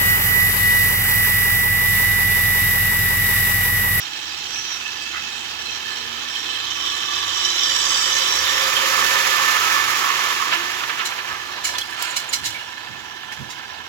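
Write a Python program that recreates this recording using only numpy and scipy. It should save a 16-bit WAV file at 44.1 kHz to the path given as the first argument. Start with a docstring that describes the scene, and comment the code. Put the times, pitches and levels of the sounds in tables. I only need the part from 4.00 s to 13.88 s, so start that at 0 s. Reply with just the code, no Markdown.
"""A four-cylinder diesel tractor drives close past in an open field, pulling a rotary tiller through dry soil.
First the engine leads: firings hum in the exhaust and knock in the panels; joints scrape, the hitch
clanks and the loose front blade jolts. Then the tiller takes over: hurled soil drums on its hood,
gears whine, dust hisses. From 6.5 s, as it draws away, lumps thud, the rear flap booms, hard clods
crunch and stones ping on the tines, and a little wind bumps the microphone."""
import sys
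import numpy as np
from scipy import signal
from scipy.fft import rfft, irfft, next_fast_len
from scipy.io import wavfile

SR = 44100
rng = np.random.default_rng(int(sys.argv[2]) if len(sys.argv) > 2 else 0)


def put_to_file(sound):
    """Save the sound as 16-bit audio at rate SR, in the file named by the first command-line argument."""
    columns = np.atleast_2d(sound).T  # one column per channel
    safe = np.clip(columns, -1, 1)
    whole_steps = np.round(safe * 32767)
    wavfile.write(sys.argv[1], SR, whole_steps.astype(np.int16))


N = 435708
TIME = np.arange(N) / SR
PADDED = next_fast_len(N + 4096, real=True)
HZ = np.maximum(np.arange(PADDED // 2 + 1) * SR / PADDED, 1)


def from_db(db):
    """Decibels to gain."""
    return np.exp(np.asarray(db) * (np.log(10) / 20))


def unit_power(x):
    """Scale to an RMS of 1."""
    return x / np.sqrt(np.mean(x ** 2) + 1e-20)


def in_time(rows):
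    """Each column of a curve at every sample."""
    s, *columns = np.transpose(rows)
    return [np.interp(TIME, s, c) for c in columns]


def in_pitch(rows):
    """Each column of a spectrum at every frequency."""
    hz, *columns = np.transpose(rows)
    return [np.interp(np.log(HZ), np.log(hz), c) for c in columns]


def noise():
    """Two streams of white noise."""
    return rng.standard_normal((2, N))


def drift(per_s):
    """Smooth random curve of unit power that changes about per_s times a second."""
    hop, settle = 40, 2000
    pole = np.exp(-2 * np.pi * per_s * hop / SR)
    white = rng.standard_normal(N // hop + settle + 2)
    slow = signal.lfilter([1], [1, -2 * pole, pole * pole], white)[settle:]
    return np.interp(np.arange(N) / hop, np.arange(len(slow)), unit_power(slow))


def grains(per_s, spread_db):
    """Two streams of tiny random impacts of uneven size; unit power."""
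    chance = rng.random((2, N)) / min(per_s / SR, 1)
    hit = chance < 1
    draw = 2 * chance[hit] - 1
    size_db = spread_db * np.minimum(-np.log(abs(draw) + 1e-9), 4)
    impacts = np.zeros((2, N))
    impacts[hit] = np.sign(draw) * from_db(size_db)
    return unit_power(impacts)


def filtered(x, response):
    """Apply a frequency response that keeps the power of white noise."""
    response = response / np.sqrt(np.mean(abs(response) ** 2))
    return irfft(rfft(x, PADDED) * response, PADDED)[..., :N]


def coloured(x, spectrum):
    """Give x a broad colour from (Hz, relative dB) points."""
    return filtered(x, from_db(in_pitch(spectrum)[0]))


def ringing(x, modes):
    """Parallel resonances (Hz, width Hz, relative dB) with steep skirts."""
    peaks = (from_db(db) / (1 + .5j * hz / width * (HZ / hz - hz / HZ)) ** 2 for hz, width, db in modes)
    return filtered(x, sum(peaks))


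def flaring(x, modes, flare_db, flares_per_s=5.9, wobble_s=0.000252, wobbles_per_s=3.34):
    """A loose panel flexes: each resonance swells, fades and wanders in pitch; unit power."""
    out = 0
    for hz, width, db in modes:
        peak = np.concatenate(signal.iirpeak(hz, hz / (2 * width), fs=SR))
        flexed_s = TIME + wobble_s * drift(wobbles_per_s)
        ring = np.array([np.interp(flexed_s, TIME, side) for side in signal.sosfilt([peak, peak], x)])
        out = out + from_db(db + flare_db * drift(flares_per_s)) * ring
    return unit_power(out)


def pulse(peak_s, db, rise_s, decay_s, decays):
    """Sample span and envelope of one event: Gaussian rise, exponential decay."""
    span = slice(max(int((peak_s - 4 * rise_s) * SR), 0), int((peak_s + decays * decay_s) * SR))
    t = TIME[span] - peak_s
    return span, from_db(db) * np.exp(-np.where(t < 0, (t / rise_s) ** 2, t / decay_s))


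def swells(events, rise_share):
    """Envelope of events (peak s, dB, decay s) that rise in a share of their decay time."""
    power = np.zeros(N)
    for s, db, decay in events:
        span, envelope = pulse(s, db, rise_share * decay, decay, decays=8)
        power[span] += envelope ** 2
    return np.sqrt(power)


def blows(contacts, events):
    """Each event (peak s, dB, rise s, decay s, modes) is a burst of contacts ringing its own modes."""
    out, age = np.zeros((2, N)), TIME[:2048]
    for s, db, rise, decay, modes in events:
        span, envelope = pulse(s, db, rise, decay, decays=10)
        burst = contacts[:, span] * envelope
        ring = sum(from_db(mode_db) * width * np.exp(-np.pi * width * age) * np.cos(2 * np.pi * hz * age)
                   for hz, width, mode_db in modes)
        out[:, span] += signal.fftconvolve(burst, [ring / np.linalg.norm(ring)], axes=1)[:, :len(envelope)]
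    return out


# Radiation by part. Each row: level abreast outside the beam in dB, rearward bias in dB,
# beam bearing in degrees (-90 coming, 90 going), beam width in degrees, beam gain in dB.
ENGINE_PARTS = { "exhaust hum": (-52.5, -3.5, -3, 18, 6), "exhaust overtones": (-52, -0.5, -9.5, 32, 8),
                "intake": (-63, -9, -14, 7.5, 27.5), "block": (-33, -9.5, 17, 5.5, 9.5),
                "bonnet": (-47, 11.5, -9.5, 23, 28.5), "grille": (-37.5, -9, -5.5, 9.5, 18),
                "blade": (-38, -11.5, -11, 31, 3.5)}
TILLER_PARTS = { "rotor": (-41, -7, 0, 23.5, 22), "hood": (-35, 6, -5.5, 21.5, 9),
                "grinding": (-48.5, -10, -3.5, 9, 19), "side plate": (-58, -2, -7, 14.5, 24),
                "flap": (-51, -8, 2.5, 20.5, 28), "crumbs": (-50, -1.5, 18.5, 18.5, 13.5),
                "gears": (-42, -5.5, -0.5, 18.5, 22), "spray": (-46, -4, -2.5, 21, 26)}

def passing(parts, behind_m, speed_m_per_s=1.453, closest_m=8.04, engine_abreast_s=4.56):
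    """Level in dB of each part: it falls with distance and swells as its beam sweeps the listener."""
    along_m = speed_m_per_s * (TIME - engine_abreast_s) - behind_m
    distance_m = np.hypot(along_m, closest_m)
    bearing_deg = np.degrees(np.arctan2(along_m, closest_m))
    spreading_db = 20 * np.log10(closest_m / distance_m)
    levels_db = {}
    for name, (db, rear_db, aim_deg, width_deg, beam_db) in parts.items():
        in_beam = np.exp(-((bearing_deg - aim_deg) / width_deg) ** 2)
        levels_db[name] = db + spreading_db + rear_db * along_m / distance_m + beam_db * in_beam
    return levels_db


# Each row: multiple of the firing rate, relative level in dB, time of a swell in seconds.
ENGINE_ORDERS = [(1.4, -5.5, 2.3), (2, -5, 4.2), (3, 2, 1.55), (4, -0.5, 2.6), (4.29, 2.5, 4.3),
                 (4.75, 4, 2.9), (6, -0.5, 1.9)]

def exhaust(firings, hum_db, overtone_db, waver_db=3.0, lobe_period_s=4.1, lobe_depth_db=4.5):
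    """Hum at the firing rate; higher orders swell in turn as direct and ground-reflected sound interfere."""
    drone = 0
    for order, db, swell_s in ENGINE_ORDERS:
        lobe_db = lobe_depth_db * np.cos(2 * np.pi * (TIME - swell_s) / lobe_period_s)
        gain = from_db(db + lobe_db + waver_db * drift(4.9))
        drone = drone + gain * np.sin(2 * np.pi * (order * firings + rng.random()))
    hum = from_db(waver_db * drift(2.2)) * np.sin(2 * np.pi * firings)
    return from_db(hum_db) * unit_power(hum) + from_db(overtone_db) * unit_power(drone)


# Relative knock of each cylinder in dB, in firing order.
CYLINDER_DB = [-10, -7, -7.5, -24]
# Each row: frequency in Hz, relative level in dB.
BLOCK_SPECTRUM = [(700, -76), (1300, -3), (2200, -5), (3100, 3), (4000, -2.5), (4600, -5.5), (7200, -12),
                  (8200, -26.5), (16000, -24)]
# Each row: frequency in Hz, width in Hz, relative level in dB.
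PANEL_MODES = [(1136, 80, -1), (1693, 53, -5), (3053, 57, 12), (3512, 226, 6), (3983, 48, 8),
               (4800, 92, 10), (5603, 183, 11.5), (6214, 190, 6), (7020, 137, 4), (7860, 255, 0)]

def diesel_knock(firings, part_db, peak_phase=0.14, floor=0.7, flutter_db=0.7, grille_above_hz=4700):
    """Each firing rattles the block and panels; the high panel modes beam out through the side grille."""
    cylinder = from_db(CYLINDER_DB)[firings.astype(int) % len(CYLINDER_DB)]
    age = (firings % 1) / peak_phase
    bursts = unit_power(floor + cylinder * age * np.exp(1 - age))
    rattle = bursts * from_db(flutter_db * drift(36))
    block = coloured(rattle * from_db(part_db["block"]) * noise(), BLOCK_SPECTRUM)
    shaking = rattle * grains(7000, 2.4)
    bonnet = flaring(shaking, [mode for mode in PANEL_MODES if mode[0] < grille_above_hz], flare_db=2.0)
    grille = flaring(shaking, [mode for mode in PANEL_MODES if mode[0] >= grille_above_hz], flare_db=2.5)
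    return block + from_db(part_db["bonnet"]) * bonnet + from_db(part_db["grille"]) * grille


# Each row: frequency in Hz, width in Hz, relative level in dB.
DUCT_MODES = [(1158, 23, 0)]

def intake(level_db):
    """Air drawn in behind the front grille drones in its duct."""
    return from_db(level_db) * ringing(noise(), DUCT_MODES)


# Each row: frequency in Hz, relative level in dB.
RUMBLE_SPECTRUM = [(20, -19), (105, 6), (230, 2.5), (340, 6.5), (600, -3.5), (850, 13.5), (1300, -19)]

def chassis_rumble(level_db):
    """Tyres and chassis rumble steadily."""
    return coloured(from_db(level_db) * noise(), RUMBLE_SPECTRUM)


# Each row: frequency in Hz, width in Hz, relative level in dB.
BLADE_MODES = [(1735, 29, 7), (2604, 35, 13.8), (3135, 50, 12.8), (3700, 70, 5), (4096, 54, 10.4)]

def blade_chatter(level_db):
    """The loose front blade chatters on its pins in fits, and rings."""
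    return from_db(level_db) * flaring(grains(400, 2.0), BLADE_MODES, flare_db=3.0)


# Each row: peak in seconds, level in dB, decay in seconds, favoured frequency in Hz.
JOLTS = [(.555, -25, 0.025, 2616), (.73, -25, .025, 3680), (1.88, -26, 0.066, 1753),
         (2.16, -29, 0.013, 3131), (2.36, -23.5, 0.047, 3131), (2.55, -24.5, 0.032, 3131),
         (2.86, -22, .018, 3131), (2.921, -17, 0.0063, 3131), (3.02, -26, .07, 3131),
         (4.77, -15, .025, 3131)]

def blade_jolts(focus_db=13, focus_octaves=0.1):
    """The blade jolts on its pins, favouring one of its modes each time."""
    jolts = []
    for s, db, decay, favoured_hz in JOLTS:
        modes = [(hz, width, mode_db + focus_db * (abs(np.log2(hz / favoured_hz)) < focus_octaves))
                 for hz, width, mode_db in BLADE_MODES]
        jolts.append((s, db, decay / 2, decay, modes))
    return blows(grains(2000, 0.42), jolts)


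# Each row: peak in seconds, level in dB, decay in seconds.
SCRAPES = [(.58, -27.5, 0.2), (.715, -26, 0.039)]
# Each row: frequency in Hz, width in Hz, relative level in dB.
JOINT_MODES = [(5720, 140, 13), (5960, 110, 12)]

def joint_scrapes():
    """Dry metal joints scrape and ring high."""
    return ringing(swells(SCRAPES, rise_share=0.49) * grains(2000, 0.42), JOINT_MODES)


# Each row: peak in seconds, level in dB, decay in seconds.
LUMPS = [(.712, -38, 0.044), (6.530, -20.5, 0.033), (6.77, -33, 0.0076), (6.81, -29, .012),
         (6.838, -24.5, 0.0073), (6.9, -27, 0.02), (7.003, -26, 0.028), (7.122, -31, 0.0087),
         (7.187, -29, 0.015), (7.757, -33, 0.023), (8.04, -32.5, 0.16)]
# Each row: frequency in Hz, relative level in dB.
THUD_SPECTRUM = [(100, -15), (700, 3), (1150, 14.5), (2600, 13), (4500, 5), (7500, -23)]
# Each row: frequency in Hz, width in Hz, relative level in dB.
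HOOD_MODES = [(749, 94, -8.5), (995, 44, 5), (1374, 86, 1), (1584, 25, 6), (1737, 56, 8), (2180, 38, 1),
              (2750, 520, -3)]

def hood_hits(thud_gain_db=7.0, clod_gain_db=-13.5, rise_share=0.46):
    """Big lumps thud on the tiller's hood; they and the crunching clods set it ringing."""
    grit = grains(3500, 1.1)
    hits = swells(LUMPS, rise_share) * grit
    shakes = swells([(s, db + clod_gain_db, decay) for s, db, _, decay, _ in CLODS], rise_share) * grit
    return from_db(thud_gain_db) * coloured(hits, THUD_SPECTRUM) + ringing(hits + shakes, HOOD_MODES)


# Each row: peak in seconds, level in dB, decay in seconds.
CLANKS = [(1.165, -25, 0.035)]
# Each row: frequency in Hz, width in Hz, relative level in dB.
HITCH_MODES = [(1354, 170, -2), (2000, 120, -2)]

def hitch_clank():
    """A burst of metal contacts rings the hitch."""
    return ringing(swells(CLANKS, rise_share=0.89) * grains(2000, 0.42), HITCH_MODES)


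# Each row: frequency in Hz, relative level in dB.
DRUMMING_SPECTRUM = [(40, -63), (130, -21), (270, -28.5), (360, -12.5), (620, -23), (900, -10),
                     (1230, -3.5), (1500, -11), (1900, -5.5), (2600, -7), (3800, -22), (6000, -16.5),
                     (9000, -31.5)]
# Each row: frequency in Hz, width in Hz, relative level in dB.
SIDE_PLATE_MODES = [(410, 30, -12), (536, 22.5, -3)]

def tiller(part_db, strikes_hz=19.1, beat_db=1.0, surge_db=1.05):
    """Tines bite in turn and hurl soil at the steel hood, which drums and rings."""
    strikes = np.cumsum(strikes_hz * (1 + 0.0685 * drift(2.0))) / SR
    load = from_db(beat_db * np.cos(2 * np.pi * strikes) + surge_db * drift(18.0))
    drumming = coloured(load * from_db(part_db["rotor"]) * grains(8000, 2.7), DRUMMING_SPECTRUM)
    hood = ringing(load * from_db(part_db["hood"]) * grains(900, 2.4), HOOD_MODES)
    plate = ringing(load * from_db(part_db["side plate"]) * grains(1500, 4.1), SIDE_PLATE_MODES)
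    return drumming + hood + plate


def gears(firings, level_db, mesh_ratio=23.05, slip_cycles=0.5, waver_db=2.6):
    """The gear mesh follows the engine and shudders under the uneven load."""
    gain = from_db(level_db + waver_db * drift(11.0))
    return gain * np.sin(2 * np.pi * (mesh_ratio * firings + slip_cycles * drift(4.3)))


# Each row: frequency in Hz, relative level in dB.
SPRAY_SPECTRUM = [(500, -14), (1200, 11), (7000, 8), (8600, -8), (9500, -3), (11500, 0.5), (16000, -3.5)]

def soil_spray(level_db, flicker_db=1.5):
    """Fine crumbs and dust hiss out from under the hood."""
    return coloured(from_db(level_db + flicker_db * drift(39)) * grains(25000, 0.25), SPRAY_SPECTRUM)


# Each row: frequency in Hz, width in Hz, relative level in dB.
FLAP_MODES = [(341, 39, -18.5), (1160, 85, 0.5), (1287, 40, 0.5)]

def rear_flap(level_db):
    """Thrown soil grinds along the trailing flap and makes it ring."""
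    return from_db(level_db) * flaring(grains(700, 4.1), FLAP_MODES, flare_db=4.0)


def grinding(level_db):
    """Dry crumbs crack between the tines, heard through the open side of the hood."""
    return from_db(level_db) * ringing(grains(450, 1.4), [(3030, 920, 0)])


def falling_soil(level_db, landings_per_s=46.6, decay_s=0.039):
    """Crumbs thrown out behind the flap patter down at random."""
    landings = np.abs(grains(landings_per_s, 2.5)[0])
    patter = unit_power(signal.lfilter([1], [1, -np.exp(-1 / (decay_s * SR))], landings + 1e-18))
    crumbs = from_db(level_db) * patter * grains(8000, 3.6)
    return coloured(crumbs, [(150, -18), (700, 1.5), (1500, -7), (2400, -39), (4000, 3), (9000, -40)])


# Each row: peak in seconds, level in dB, decay in seconds.
BOOMS = [(6.575, -28, 0.046)]

def flap_boom():
    """After the biggest lump the flap rings on in its lowest mode."""
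    return swells(BOOMS, rise_share=0.5) * np.sin(2 * np.pi * FLAP_MODES[0][0] * TIME)


def rotor_overtones(low_hz=2970, high_hz=15440, count=31, width_hz=45, low_db=8, db_per_octave=-11.5):
    """Unevenly spaced high modes of the rotor's steel, weaker towards the treble."""
    edges_hz = np.linspace(low_hz, high_hz, count + 1)
    return [(hz, width_hz, low_db + db_per_octave * np.log2(hz / low_hz))
            for hz in rng.uniform(edges_hz[:-1], edges_hz[1:])]


# Each row: peak in seconds, level in dB, rise in seconds, decay in seconds, pitch factor of the tine.
CLODS = [(7.06, -18, 0.0088, 0.019, 1.02), (7.656, -18, 0.015, 0.045, 1.05),
         (7.784, -12.5, 0.0011, 0.0057, 0.85), (8.04, -27, 0.055, 0.092, 1.1),
         (8.169, -15, 0.0069, 0.016, 1.04), (8.338, -14, 0.01, 0.02, 1.04),
         (8.464, -18.5, 0.021, 0.025, 1.01), (9.323, -29, 0.001, 0.024, 0.85),
         (9.507, -29, 0.0079, .022, 0.96)]
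# Each row: base frequency in Hz, width in Hz, relative level in dB.
TINE_MODES = [(2160, 130, 12), (2840, 65, 15.5), (3950, 190, 16.5), (4790, 97, 14), (5610, 45, 18),
              (6160, 140, 11.5), (6840, 89, 15), (7500, 42, 11), (8300, 32, -23)]

def clod_crunches(crumb_gain_db=-16, crumb_decay_s=0.12, crumbs_per_s=170):
    """Clods crack on the tines, each tine ringing at its own pitch; their crumbs rattle on in the rotor."""
    overtones = rotor_overtones()
    cracks, crumbs = [], []
    for s, db, rise, decay, pitch in CLODS:
        modes = [(hz * pitch, width, mode_db) for hz, width, mode_db in TINE_MODES + overtones]
        cracks.append((s, db, rise, decay, modes))
        crumbs.append((s, db + crumb_gain_db, rise, crumb_decay_s, overtones))
    return blows(grains(3000, 1.0), cracks) + blows(grains(crumbs_per_s, 2.2), crumbs)


# Each row: peak in seconds, level in dB, decay in seconds.
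PUFFS = [(7.32, -36, 0.025), (8.46, -40, 0.095), (8.925, -37, 0.039), (9.42, -29.5, 0.037)]
# Each row: frequency in Hz, relative level in dB.
WIND_SPECTRUM = [(20, -28), (130, -1), (500, -22), (1200, -45)]

def wind_bumps():
    """Puffs of wind bump the microphone."""
    return coloured(swells(PUFFS, rise_share=0.77) * noise(), WIND_SPECTRUM)


# Each row: peak in seconds, level in dB, decay in seconds, pitch in Hz.
STONES = [(7.651, -19, 0.012, 7040), (7.757, -20.5, 0.008, 3440), (7.818, -22, 0.0047, 3330),
          (8.11, -25, .009, 7030), (8.295, -26, 0.0099, 7030), (8.553, -23, 0.02, 2280),
          (8.596, -27.5, 0.027, 2900), (9.325, -23.5, 0.01, 1765)]
# Each row: multiple of the pitch, relative level in dB.
PING_PARTIALS = [(1, 7), (1.22, -6)]

def stone_pings(rise_s=0.008, width_hz=90):
    """Stones strike the steel and ring briefly."""
    pings = [(s, db, rise_s, decay, [(hz * k, width_hz, mode_db) for k, mode_db in PING_PARTIALS])
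             for s, db, decay, hz in STONES]
    return blows(grains(2000, 0.5), pings)


# Each row: peak in seconds, level in dB, decay in seconds.
SNAPS = [(8.025, -13, 0.0032)]

def stalk_snap():
    """A dry stalk breaks with a bright click."""
    return coloured(swells(SNAPS, rise_share=0.43) * noise(), [(3000, -1), (7000, 3)])


# Each row: frequency in Hz, left minus right in dB, likeness from 0 to 1, left lead in radians.
MICROPHONE_PAIR = [(80, -8, 1, 1.24), (704, -8.5, 0.95, 1.24), (1290, -6.5, 0.96, 1.54),
                   (2370, -5.5, 0.78, 1.45), (3280, -1.5, 0.02, 2.7), (5560, -2, 0, 3.3),
                   (8600, -6, 0.52, 8.7), (15000, -3.5, 0.15, 15.2)]
# Each row: time in seconds, further gain of the left side in dB.
LEFT_BALANCE = [(2.6, -5), (4.2, -4), (6.2, -2.7), (9.5, -4)]

def microphones(noises, tones):
    """The left side is earlier, less alike in the treble, and weaker by an amount that drifts over time."""
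    left_db, alike, lead_rad = in_pitch(MICROPHONE_PAIR)
    shared, separate = rfft(noises[0] + tones, PADDED), rfft(noises[1], PADDED)
    blend = alike * shared + np.sqrt(1 - alike ** 2) * separate
    left = irfft(blend * from_db(left_db) * np.exp(1j * lead_rad), PADDED)[:N]
    return np.array([left * from_db(in_time(LEFT_BALANCE)[0]), noises[0] + tones])


# Each row: time in seconds, firings per second.
ENGINE_SPEED = [(0, 75.2), (2.8, 76.5), (4.8, 76.8), (5.8, 76.0), (9.88, 75.4)]

def scene():
    """Engine and tiller pass by together on a straight line at a steady pace."""
    engine_db = passing(ENGINE_PARTS, behind_m=0)
    tiller_db = passing(TILLER_PARTS, behind_m=1.434)
    firing_hz = in_time(ENGINE_SPEED)[0] * (1 + 0.00188 * drift(2.57))
    firings = np.cumsum(firing_hz) / SR
    tones = exhaust(firings, engine_db["exhaust hum"], engine_db["exhaust overtones"])
    tones += gears(firings, tiller_db["gears"]) + flap_boom()
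    noises = diesel_knock(firings, engine_db) + intake(engine_db["intake"])
    noises += chassis_rumble(level_db=-41.5) + blade_chatter(engine_db["blade"])
    noises += blade_jolts() + joint_scrapes() + hood_hits() + hitch_clank()
    noises += tiller(tiller_db) + soil_spray(tiller_db["spray"]) + rear_flap(tiller_db["flap"])
    noises += grinding(tiller_db["grinding"]) + falling_soil(tiller_db["crumbs"])
    noises += clod_crunches() + wind_bumps() + stone_pings() + stalk_snap()
    return microphones(noises, tones)


def record(dry):
    """A steep low-pass cuts the top."""
    cutoff_hz = 15900
    return signal.sosfilt(signal.ellip(12, 0.1, 80, cutoff_hz, fs=SR, output="sos"), dry)


dry = scene()
out = record(dry)
put_to_file(out)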